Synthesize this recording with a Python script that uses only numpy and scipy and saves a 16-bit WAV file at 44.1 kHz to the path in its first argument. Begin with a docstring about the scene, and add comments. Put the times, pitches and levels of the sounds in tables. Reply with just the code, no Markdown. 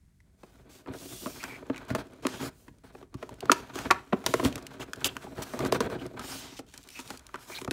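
"""Low quiet room tone and a soft plastic snap first, then a thin tray with a metal tool moves in its cardboard box.
Place: a small-sounding, dull room; distance: close; microphone: small, short of the deepest bass.
Sliding grit shakes box and tray modes and hisses; noisy contacts snap, knock and pop the panels.
A sine-like flip, slow box bumps, squeaks from narrow resonances and bright film ticks join in.
Faint wall reflections and coloured noise make the background."""
import sys
import numpy as np
from scipy import signal
from scipy.fft import rfft, irfft, next_fast_len
from scipy.io import wavfile

SR = 44100
rng = np.random.default_rng(int(sys.argv[2]) if len(sys.argv) > 2 else 0)


def magnitude_from_level(level_db):
    """Linear magnitude for a level in decibels (20 dB per decade)."""
    exponent = np.asarray(level_db, float) / 20
    return 10 ** exponent


def wav_record(signal):
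    """Record a signal, one row per channel, as 16-bit PCM in the file named by sys.argv[1]."""
    frames = np.transpose(np.atleast_2d(signal))
    bounded = np.clip(frames, -1, 1)
    # unit amplitude maps onto the largest positive 16-bit level
    quanta = np.round(bounded * 32767).astype(np.int16)
    wavfile.write(sys.argv[1], SR, quanta)


N = 340452


def rms_one(x):
    """Scale to unit rms."""
    return x / np.sqrt(np.mean(x ** 2) + 1e-20)


def peak_one(x):
    """Scale to unit peak."""
    return x / (np.max(np.abs(x)) + 1e-20)


def early_one(x):
    """Scale so that the first 12 ms have unit rms."""
    return x / np.sqrt(np.mean(x[:530] ** 2) + 1e-20)


def low_pass(x, hz, order=1):
    """Weaken what lies above a frequency."""
    return signal.lfilter(*signal.butter(order, hz, fs=SR), x)


def high_pass(x, hz, order=2):
    """Weaken what lies below a frequency."""
    return signal.lfilter(*signal.butter(order, hz, "high", fs=SR), x)


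def add_at(out, s, sound):
    """Mix a sound in at a time in seconds."""
    at = round(s * SR)
    out[at:at + len(sound)] += sound


def coloured(x, points):
    """Shape a spectrum by (f/Hz, level/dB) points, joined along log frequency."""
    hz, level_db = np.transpose(points)
    size = next_fast_len(len(x))
    grid = np.maximum(np.arange(size // 2 + 1) * SR / size, 1)
    gain = magnitude_from_level(np.interp(np.log(grid), np.log(hz), level_db))
    return irfft(rfft(x, size) * gain, size)[:len(x)]


def ring(force, hz, t60):
    """One mode: a damped resonance driven by a force."""
    radius, angle = magnitude_from_level(-60 / (t60 * SR)), 2 * np.pi * hz / SR
    return signal.lfilter([0, np.sin(angle)], [1, -2 * radius * np.cos(angle), radius ** 2], force + 1e-18)


def body(force, modes, change_db=np.zeros(10)):
    """All modes of a body, signs alternating, each with a changed strength."""
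    out = np.zeros(len(force))
    for k, (hz, level_db, t60) in enumerate(modes):
        out += (-1) ** k * magnitude_from_level(level_db + change_db[k]) * ring(force, hz, t60)
    return out


def flutter(rate, depth_db):
    """A gain that wanders at about the given rate per second."""
    knots = rng.standard_normal(2000)
    return magnitude_from_level(depth_db * np.interp(np.arange(N) * rate / SR, np.arange(len(knots)), knots))


def grit(per_s, spread_db):
    """Tiny catches of rough surfaces: random clicks of either sign and uneven size."""
    sizes = magnitude_from_level(spread_db * np.minimum(rng.exponential(1, N), 5)) * rng.choice([-1, 1], N)
    return sizes * (rng.random(N) < per_s / SR)


def patchy(x, depth_db):
    """Narrow bands swell and sink on their own as the touching patch of surface changes."""
    edges = np.linspace(700 ** .5, 17500 ** .5, 61) ** 2
    out = np.zeros(N)
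    for k, band in enumerate(zip(edges, edges[1:])):
        band_pass = signal.butter(2, band, "band", fs=SR, output="sos")
        out += (-1) ** k * flutter(13, depth_db) * signal.sosfilt(band_pass, x)
    return out


# the resting grip, faint rubbing under everything: (t/s, box shaken level/dB, surfaces rubbed level/dB)
GRIP = [(0.0, -84, -92), (0.38, -71.5, -89.5), (0.82, -57.5, -76.5), (1.65, -53.5, -70), (2.2, -50, -67.5),
        (2.7, -65.5, -82.5), (3.07, -72, -90), (3.3, -47.5, -68.5), (3.66, -52, -61), (4.06, -56, -66.5),
        (4.62, -50, -64.5), (4.88, -52.5, -67.5), (5.32, -48, -66.5), (5.79, -41, -64.5),
        (6.15, -49, -69.5), (6.65, -61.5, -79.5), (7.3, -64.5, -69.5), (7.72, -51, -73)]
# slides and scrapes, at full speed: (start t/s, end t/s, box level/dB, tray level/dB, surface hiss level/dB)
STROKES = [(0.373, 0.696, -64.5, -69.5, -70), (0.692, 0.834, -72, -63, -56.5),
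           (0.879, 0.966, -43.5, -52, -77), (0.918, 1.64, -50, -59, -52), (1.356, 1.625, -49, -47.5, -57),
           (1.729, 1.885, -47.5, -47, -63), (1.88, 1.938, -46, -49, -51), (1.973, 2.03, -43, -45.5, -49),
           (2.222, 2.5, -47, -48.5, -44.5), (2.4, 2.501, -39.5, -44.5, -43.5),
           (2.508, 2.737, -85, -87, -76), (2.835, 2.921, -57, -56.5, -67.5),
           (2.92, 3.064, -56, -64.5, -66.5), (3.157, 3.36, -58, -62.5, -63.5), (3.378, 3.52, -45, -55, -77),
           (3.492, 3.643, -64, -51, -47.5), (3.734, 3.889, -39.5, -41.5, -44.5),
           (3.846, 4.011, -42, -53, -55), (4.114, 4.29, -48, -59, -62), (4.25, 4.527, -40, -52, -42.5),
           (4.436, 4.491, -29.5, -34.5, -34), (4.464, 4.626, -40, -50, -55.5),
           (4.704, 4.774, -47, -51.5, -58.5), (4.796, 4.849, -39, -42.5, -45), (4.984, 5.12, -48, -48, -63),
           (5.044, 5.083, -35.5, -40.5, -33.5), (5.208, 5.273, -60, -46.5, -61),
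           (5.347, 5.494, -48, -52, -58), (5.419, 5.446, -58, -38.5, -38.5),
           (5.435, 5.675, -54, -48, -52.5), (5.587, 5.711, -30.5, -41.5, -51.5),
           (5.718, 5.785, -34.5, -35, -42), (5.805, 5.882, -30, -38.5, -51),
           (5.891, 5.971, -32.5, -40, -54), (5.982, 6.1, -43, -51.5, -58.5),
           (6.163, 6.272, -44, -46.5, -62), (6.21, 6.607, -51.5, -51.5, -42.5),
           (5.658, 5.683, -45, -39, -40), (6.565, 6.599, -61, -58, -42), (6.664, 6.952, -77, -65, -58),
           (6.897, 7.067, -75, -60.5, -50.5), (7.041, 7.2, -52, -54, -53.5),
           (7.387, 7.504, -73, -56, -57.5), (7.471, 7.66, -65, -54.5, -50.5), ]
# power of the hand's speed that each gain follows: (box, tray, hiss) [no unit]
SPEED_POWERS = (0.47, 0.53, 0.88)


def friction():
    """Gains of box, tray and hiss: each stroke speeds up and slows down; powers add over the resting grip."""
    grip_tray_db = 7.5   # tray shaken, over the rubbed surfaces
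    skew = 0.61   # under 1 the hand is fastest early in the stroke
    t = np.arange(N) / SR
    s, box_db, rub_db = np.transpose(GRIP)
    grip_db = [np.interp(t, s, level_db) for level_db in (box_db, rub_db + grip_tray_db, rub_db)]
    power = magnitude_from_level(2 * np.array(grip_db))
    for start, end, *levels_db in STROKES:
        part = slice(round(start * SR), min(round(end * SR), N))
        progress = np.clip((t[part] - start) / (end - start), 0, 1)
        speed = np.abs(np.sin(np.pi * progress ** skew))
        gains = magnitude_from_level(np.array(levels_db))[:, None] * speed ** np.array(SPEED_POWERS)[:, None]
        power[:, part] += gains ** 2
    return np.sqrt(power)


# the box as a hollow drum, one mode a row: (f/Hz, relative level/dB, t60/s)
BOX_MODES = [(61, -7.5, 0.081), (121.7, -2.5, 0.11), (194, 1, 0.038), (269.2, 4.5, 0.048),
             (380.6, 3.5, 0.038), (456, 1.5, 0.034), (649.5, 1, 0.026)]
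# panels of the tray, one mode a row: (f/Hz, relative level/dB, t60/s)
TRAY_MODES = [(771, 6.5, 0.011), (960, 6, 0.02), (1160, 8.5, 0.0096), (1506, 10.5, 0.01),
              (1830, 12, 0.0038), (2316, 7.5, 0.0075), (2502, 2.5, 0.012), (3220, 5, 0.004),
              (4160, 3, 0.0039)]
# colour of rubbing and cracking surfaces: (f/Hz, relative level per Hz/dB)
SURFACE_COLOUR = [(900, -27), (2000, -0.5), (3000, 2.5), (4000, -0.5), (6500, 0), (10500, -5),
                  (15700, -7.5), (15950, -42)]
# brightness of the rubbing: (t/s, lift of the top level/dB)
SHEEN = [(0, 0), (0.8, -1), (1.2, 8.5), (1.6, 0), (2.3, -15), (2.6, 12), (3.201, -9), (4.2, -3), (4.7, -8),
         (5.1, 6.5), (5.6, -3), (6.4, -3.5), (6.47, -29), (6.6, -12), (7.1, 0.5), (7.72, 3.5)]


def sliding():
    """Friction shakes the box and tray modes and hisses at the surfaces."""
    box_gain, tray_gain, hiss_gain = friction()
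    jerks = flutter(rate=70, depth_db=4.5)   # stick-slip makes these layers throb together
    box = body(grit(per_s=800, spread_db=2.5) * jerks, BOX_MODES)
    tray = body(grit(per_s=3700, spread_db=2.0) * jerks, TRAY_MODES)
    hiss = coloured(grit(per_s=11000, spread_db=1.0) * jerks ** 0.22, SURFACE_COLOUR)
    hiss = high_pass(patchy(hiss, depth_db=2.8), 2400)
    top = high_pass(hiss, 4900, order=1)
    sheen = magnitude_from_level(np.interp(np.arange(N) / SR, *np.transpose(SHEEN)))
    hiss = hiss + (sheen - 1) * top
    # single creases give way, rising less than the hiss in fast slides
    crinkle = coloured(grit(per_s=97, spread_db=-2.0), SURFACE_COLOUR)
    crinkle_gain = magnitude_from_level(-29.5) * hiss_gain ** 0.69
    shaken = box_gain * rms_one(box) + tray_gain * rms_one(tray)
    return shaken + hiss_gain * rms_one(hiss) + crinkle_gain * rms_one(crinkle)


# the thin plastic snaps through: (t/s, crack peak level/dB, pop early rms level/dB, pop f/Hz)
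SNAPS = [(0.2033, -59, -65.5, 1980), (0.937, -37.5, -50.5, 1640), (1.43, -30, -46, 1320),
         (1.439, -26.5, -37, 1640), (1.745, -50, -49, 2400), (1.761, -40, -47, 2400),
         (1.769, -41, -50, 2330), (1.779, -35, -48, 2300), (3.292, -37.5, -45, 960),
         (3.406, -31.5, -54, 3000), (3.456, -34.5, -46, 1290), (3.789, -26, -37.5, 1500),
         (3.905, -43, -24.5, 1270), (4.526, -35, -47.5, 2830), (4.5566, -24.5, -48, 815),
         (4.667, -28, -56, 2920), (4.9334, -25, -36.5, 1530), (5.1668, -25.5, -37, 1460),
         (5.591, -26.5, -37.5, 1160), (5.65, -27, -40, 1100), (6.8879, -32.5, -56.5, 2460),
         (7.06, -48, -67, 1330), (7.291, -51, -53.5, 1250), (7.357, -38, -40.5, 1490),
         (7.5875, -30.5, -46, 870)]
# tray and tool knock on the box:
# (t/s, crack peak level/dB, box thud early rms level/dB, tray pop early rms level/dB, contact t60/s)
KNOCKS = [(0.4336, -48, -48.5, -51, 0.033), (0.861, -69, -51, -51.5, 0.029),
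          (0.873, -53, -43.5, -46.5, 0.1), (1.2589, -45, -32.5, -37.5, 0.012),
          (1.268, -33, -37.5, -41.5, 0.03), (1.626, -67, -43, -52, 0.028), (1.699, -48, -25, -38, 0.022),
          (1.9036, -37, -36, -37, 0.058), (1.9496, -24, -29, -29.5, 0.057),
          (2.2514, -45, -24.5, -32.5, 0.026), (2.268, -14, -35, -31, 0.01), (2.6811, -51, -49, -52, 0.045),
          (2.95, -61, -47, -48.5, 0.029), (3.027, -54, -47, -54, 0.037), (3.142, -37.5, -48, -48, 0.042),
          (3.2268, -40, -37, -41, 0.048), (3.428, -60, -33, -52, 0.024), (3.497, -37, -23, -25, 0.029),
          (3.517, -4, -26, -18.5, 0.04), (3.7557, -28.5, -34, -44, 0.022),
          (3.909, -11.5, -31.5, -14.5, 0.045), (4.1252, -58, -30, -35.5, 0.022),
          (4.13, -37, -21, -27, 0.042), (4.24, -41, -53, -43.5, 0.067), (4.263, -10, -35, -27.5, 0.031),
          (4.339, -18, -21.5, -24, 0.025), (4.3966, -33, -28.5, -30.5, 0.032),
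          (4.429, -52, -27.5, -39, 0.047), (4.449, -17, -22.5, -49, 0.011), (4.579, -38, -44, -44.5, 0.06),
          (5.0442, -10.5, -44, -39.5, 0.026), (5.242, -43, -41, -52, 0.026),
          (5.3814, -47, -36.5, -43.5, 0.22), (5.5359, -36, -32.5, -40, 0.11),
          (5.605, -32, -35.5, -36.5, 0.04), (5.7233, -16, -21, -28.5, 0.019),
          (5.746, -25.5, -39, -39, 0.039), (5.8048, -20, -24, -28.5, 0.037), (5.9, -38, -47, -45, 0.085),
          (6.194, -32, -44, -40, 0.042), (6.5915, -31, -40, -45, 0.05),
          (6.7387, -36.5, -54.5, -53.5, 0.051), (6.991, -30.5, -44.5, -43.5, 0.12),
          (7.104, -26.5, -41.5, -39.5, 0.045), (7.3423, -37.5, -43.5, -36.5, 0.053),
          (7.4985, -52, -45, -45, 0.064), (7.6152, -30, -39.5, -46, 0.013),
          (7.647, -27.5, -42.5, -46, 0.022), (7.677, -37, -35.5, -36.5, 0.025),
          (7.71, -16.5, -31, -36.5, 0.033)]


def contacts():
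    """Snaps and knocks as rows of (s, crack dB, thud dB, pop dB, pop Hz, contact t60 s, panel share)."""
    snap_t60_s, snap_thud_db = 0.019, -17   # contact length; box thud under the pop
    snap_panels, knock_panels = 0.12, 1   # share of the tray panels beside the popping one
    rows = []
    for s, crack, pop, hz in SNAPS:
        rows.append((s, crack, pop + snap_thud_db, pop, hz, snap_t60_s, snap_panels))
    # the tray's broad floor pops near one pitch
    pitches = 1078 * np.exp(0.22 * rng.standard_normal(len(KNOCKS)))
    for (s, crack, thud, pop, t60), hz in zip(KNOCKS, pitches):
        rows.append((s, crack, thud, pop, hz, t60, knock_panels))
    return rows


def knocks():
    """Each contact is a sharp edge and a dying spray of chatter that cracks, pops a panel and thuds the box."""
    out, t = np.zeros(N + 8192), np.arange(8192) / SR
    for s, crack_db, thud_db, pop_db, pop_hz, t60, share in contacts():
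        noise, change = rng.standard_normal((2, len(t))), rng.standard_normal((2, 10))
        fade = magnitude_from_level(-60 * t / np.clip(t60, .004, .3)) * np.minimum(t / 0.00036, 1)
        first_touch = 1 + 1.6 * magnitude_from_level(-60 * t / 0.0064)   # the first touch is hardest
        crack = high_pass(coloured(noise[0], SURFACE_COLOUR) * fade * first_touch, 1800)
        crack = low_pass(crack, 9000)   # an edge of finite sharpness
        force = noise[1] * fade ** 1.08
        force[0] += 0.72 * np.sqrt(np.sum(force ** 2))   # one clean blow before the chatter
        # a quick blow hardly moves the slowest box modes
        box_force = high_pass(low_pass(force, 900), 260)
        thud = body(box_force, BOX_MODES, 3.5 * change[0])
        firm_force = low_pass(force, 2400)   # plastic gives a shorter contact than card
        panels = body(firm_force, TRAY_MODES, 2.2 * change[1])
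        floor = ring(low_pass(firm_force, 2400), pop_hz, 15.6 / pop_hz)   # dies in 15.6 cycles
        pop = peak_one(np.gradient(floor)) + share * peak_one(panels)
        thud_and_pop = magnitude_from_level(thud_db) * early_one(thud) + magnitude_from_level(pop_db) * early_one(pop)
        add_at(out, s, magnitude_from_level(crack_db) * peak_one(crack) + thud_and_pop)
    return out[:N]


# the tray floor flips through, choked as it seats: (t/s, peak level/dB, f/Hz, length t/s)
FLIPS = [(3.4956, -5.5, 1280, 0.0051)]


def flips():
    """A short swelling swing of the whole floor: a few cycles of a sine."""
    out = np.zeros(N)
    for s, peak_db, hz, length in FLIPS:
        t = np.arange(round(length * SR)) / SR
        swell = np.sin(np.pi * (t / length) ** 1.02)   # a power over 1 makes the motion peak late
        add_at(out, s, magnitude_from_level(peak_db) * swell * np.sin(2 * np.pi * (hz * t + rng.random())))
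    return out


# the whole box bumps softly on the table: (t/s, peak level/dB)
BUMPS = [(0.896, -30), (1.906, -21), (1.93, -24.5), (2.706, -43), (3.146, -26.5), (4.454, -17),
         (5.381, -28), (7.677, -26)]


def bumps():
    """A slow sine-squared push of 4.2 ms moves mostly the deepest modes of the box."""
    out, t = np.zeros(N + 8192), np.arange(8192) / SR
    push = np.sin(np.pi * np.minimum(t / 0.0042, 1)) ** 2
    thump = peak_one(body(push, BOX_MODES))
    for s, peak_db in BUMPS:
        add_at(out, s, magnitude_from_level(peak_db) * thump)
    return out[:N]


# a crisp film bag ticks as tray and cord brush it: (t/s, peak level/dB)
TICKS = [(0.9872, -37), (1.667, -50), (1.851, -46), (2.0694, -48), (2.134, -51), (2.785, -52), (2.838, -59),
         (5.006, -40.5), (3.341, -44.5), (4.6257, -40.5), (4.9591, -39), (5.423, -30), (5.862, -41),
         (6.064, -37), (6.136, -56), (6.1725, -48), (6.665, -56), (6.687, -48), (6.777, -31.5), (6.83, -42),
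         (6.838, -42.5), (6.8744, -41), (6.9033, -36), (7.001, -34), (7.011, -40), (7.0765, -31),
         (7.174, -35), (7.194, -39), (7.267, -35.5)]


def ticks():
    """Each tick is a bright noise burst of a few milliseconds."""
    out, t = np.zeros(N + 1024), np.arange(1024) / SR
    band = signal.butter(2, [2350, 9800], "band", fs=SR)
    for s, peak_db in TICKS:
        burst = signal.lfilter(*band, rng.standard_normal(len(t)) * magnitude_from_level(-60 * t / 0.015))
        add_at(out, s, magnitude_from_level(peak_db) * peak_one(burst))
    return out[:N]


# an edge of plastic drags and squeaks, or groans when slow:
# (start t/s, end t/s, f/Hz, rms level before the fades/dB)
SQUEAKS = [(1.39, 1.473, 2410, -47), (1.47, 1.588, 2280, -47.5), (5.04, 5.088, 2940, -35.5),
           (5.085, 5.1, 3200, -39), (4.804, 4.825, 2950, -43.5), (5.263, 5.278, 780, -43),
           (5.734, 5.782, 463, -34), (5.826, 5.97, 470, -43), (5.975, 6.033, 3000, -55),
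           (6.235, 6.376, 8600, -53), (6.306, 6.35, 5230, -48), (6.46, 6.606, 5950, -63),
           (6.943, 7.01, 2600, -46.5), (7.513, 7.561, 2330, -46), (7.566, 7.599, 2400, -44.5),
           (7.542, 7.584, 3960, -41)]


def squeaks():
    """Fast uneven slips ring one narrow resonance while the edge drags."""
    out = np.zeros(N)
    slips = grit(per_s=6000, spread_db=1.5) * flutter(rate=60, depth_db=2.5)
    for start, end, hz, level_db in SQUEAKS:
        part = slice(round(start * SR), round(end * SR))
        t = np.arange(part.start, part.stop) / SR
        drag = np.clip(np.minimum(t - start, end - t) / (0.25 * (end - start)), 0, 1)
        tone = ring(ring(slips[part], hz, 22.0 / hz), hz, 3.0 / hz)
        out[part] += magnitude_from_level(level_db) * drag * rms_one(tone)
    return out


def room(x):
    """A dull tail of dense reflections that starts after the first wall."""
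    t60_s, first_wall_s, wall_cut_hz = 0.27, .006, 2400
    t = np.arange(SR // 2) / SR
    tail = rng.standard_normal(len(t)) * magnitude_from_level(-60 * t / t60_s) * (t > first_wall_s)
    tail = low_pass(tail, wall_cut_hz)
    return signal.fftconvolve(x, tail / np.sqrt(np.sum(tail ** 2)))[:N]


# colour of the quiet room: (f/Hz, relative level per Hz/dB)
ROOM_COLOUR = [(22, -20.5), (53, -7), (87, -16), (194, -21.5), (771, -61), (2020, -46), (2670, -55),
               (8720, -51), (16000, -62)]


def room_tone():
    """Steady noise, strongest in the bass, at -60.5 dB rms."""
    return magnitude_from_level(-60.5) * rms_one(coloured(rng.standard_normal(N), ROOM_COLOUR))


def scene():
    """Packaging close by, its reflections 22 dB down, the flip without reflections, and the room tone."""
    near = sliding() + knocks() + bumps() + ticks() + squeaks()
    return (near + magnitude_from_level(-22) * room(near) + flips() + room_tone())[None]


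def roll_off(x):
    """The treble ends steeply here."""
    return signal.sosfilt(signal.butter(12, 16840, fs=SR, output="sos"), x)


def record(dry):
    """A small microphone loses the deepest bass, below 45 Hz."""
    mix = signal.sosfilt(signal.butter(2, 45, "high", fs=SR, output="sos"), dry)
    return roll_off(mix)


dry = scene()
out = record(dry)
wav_record(out)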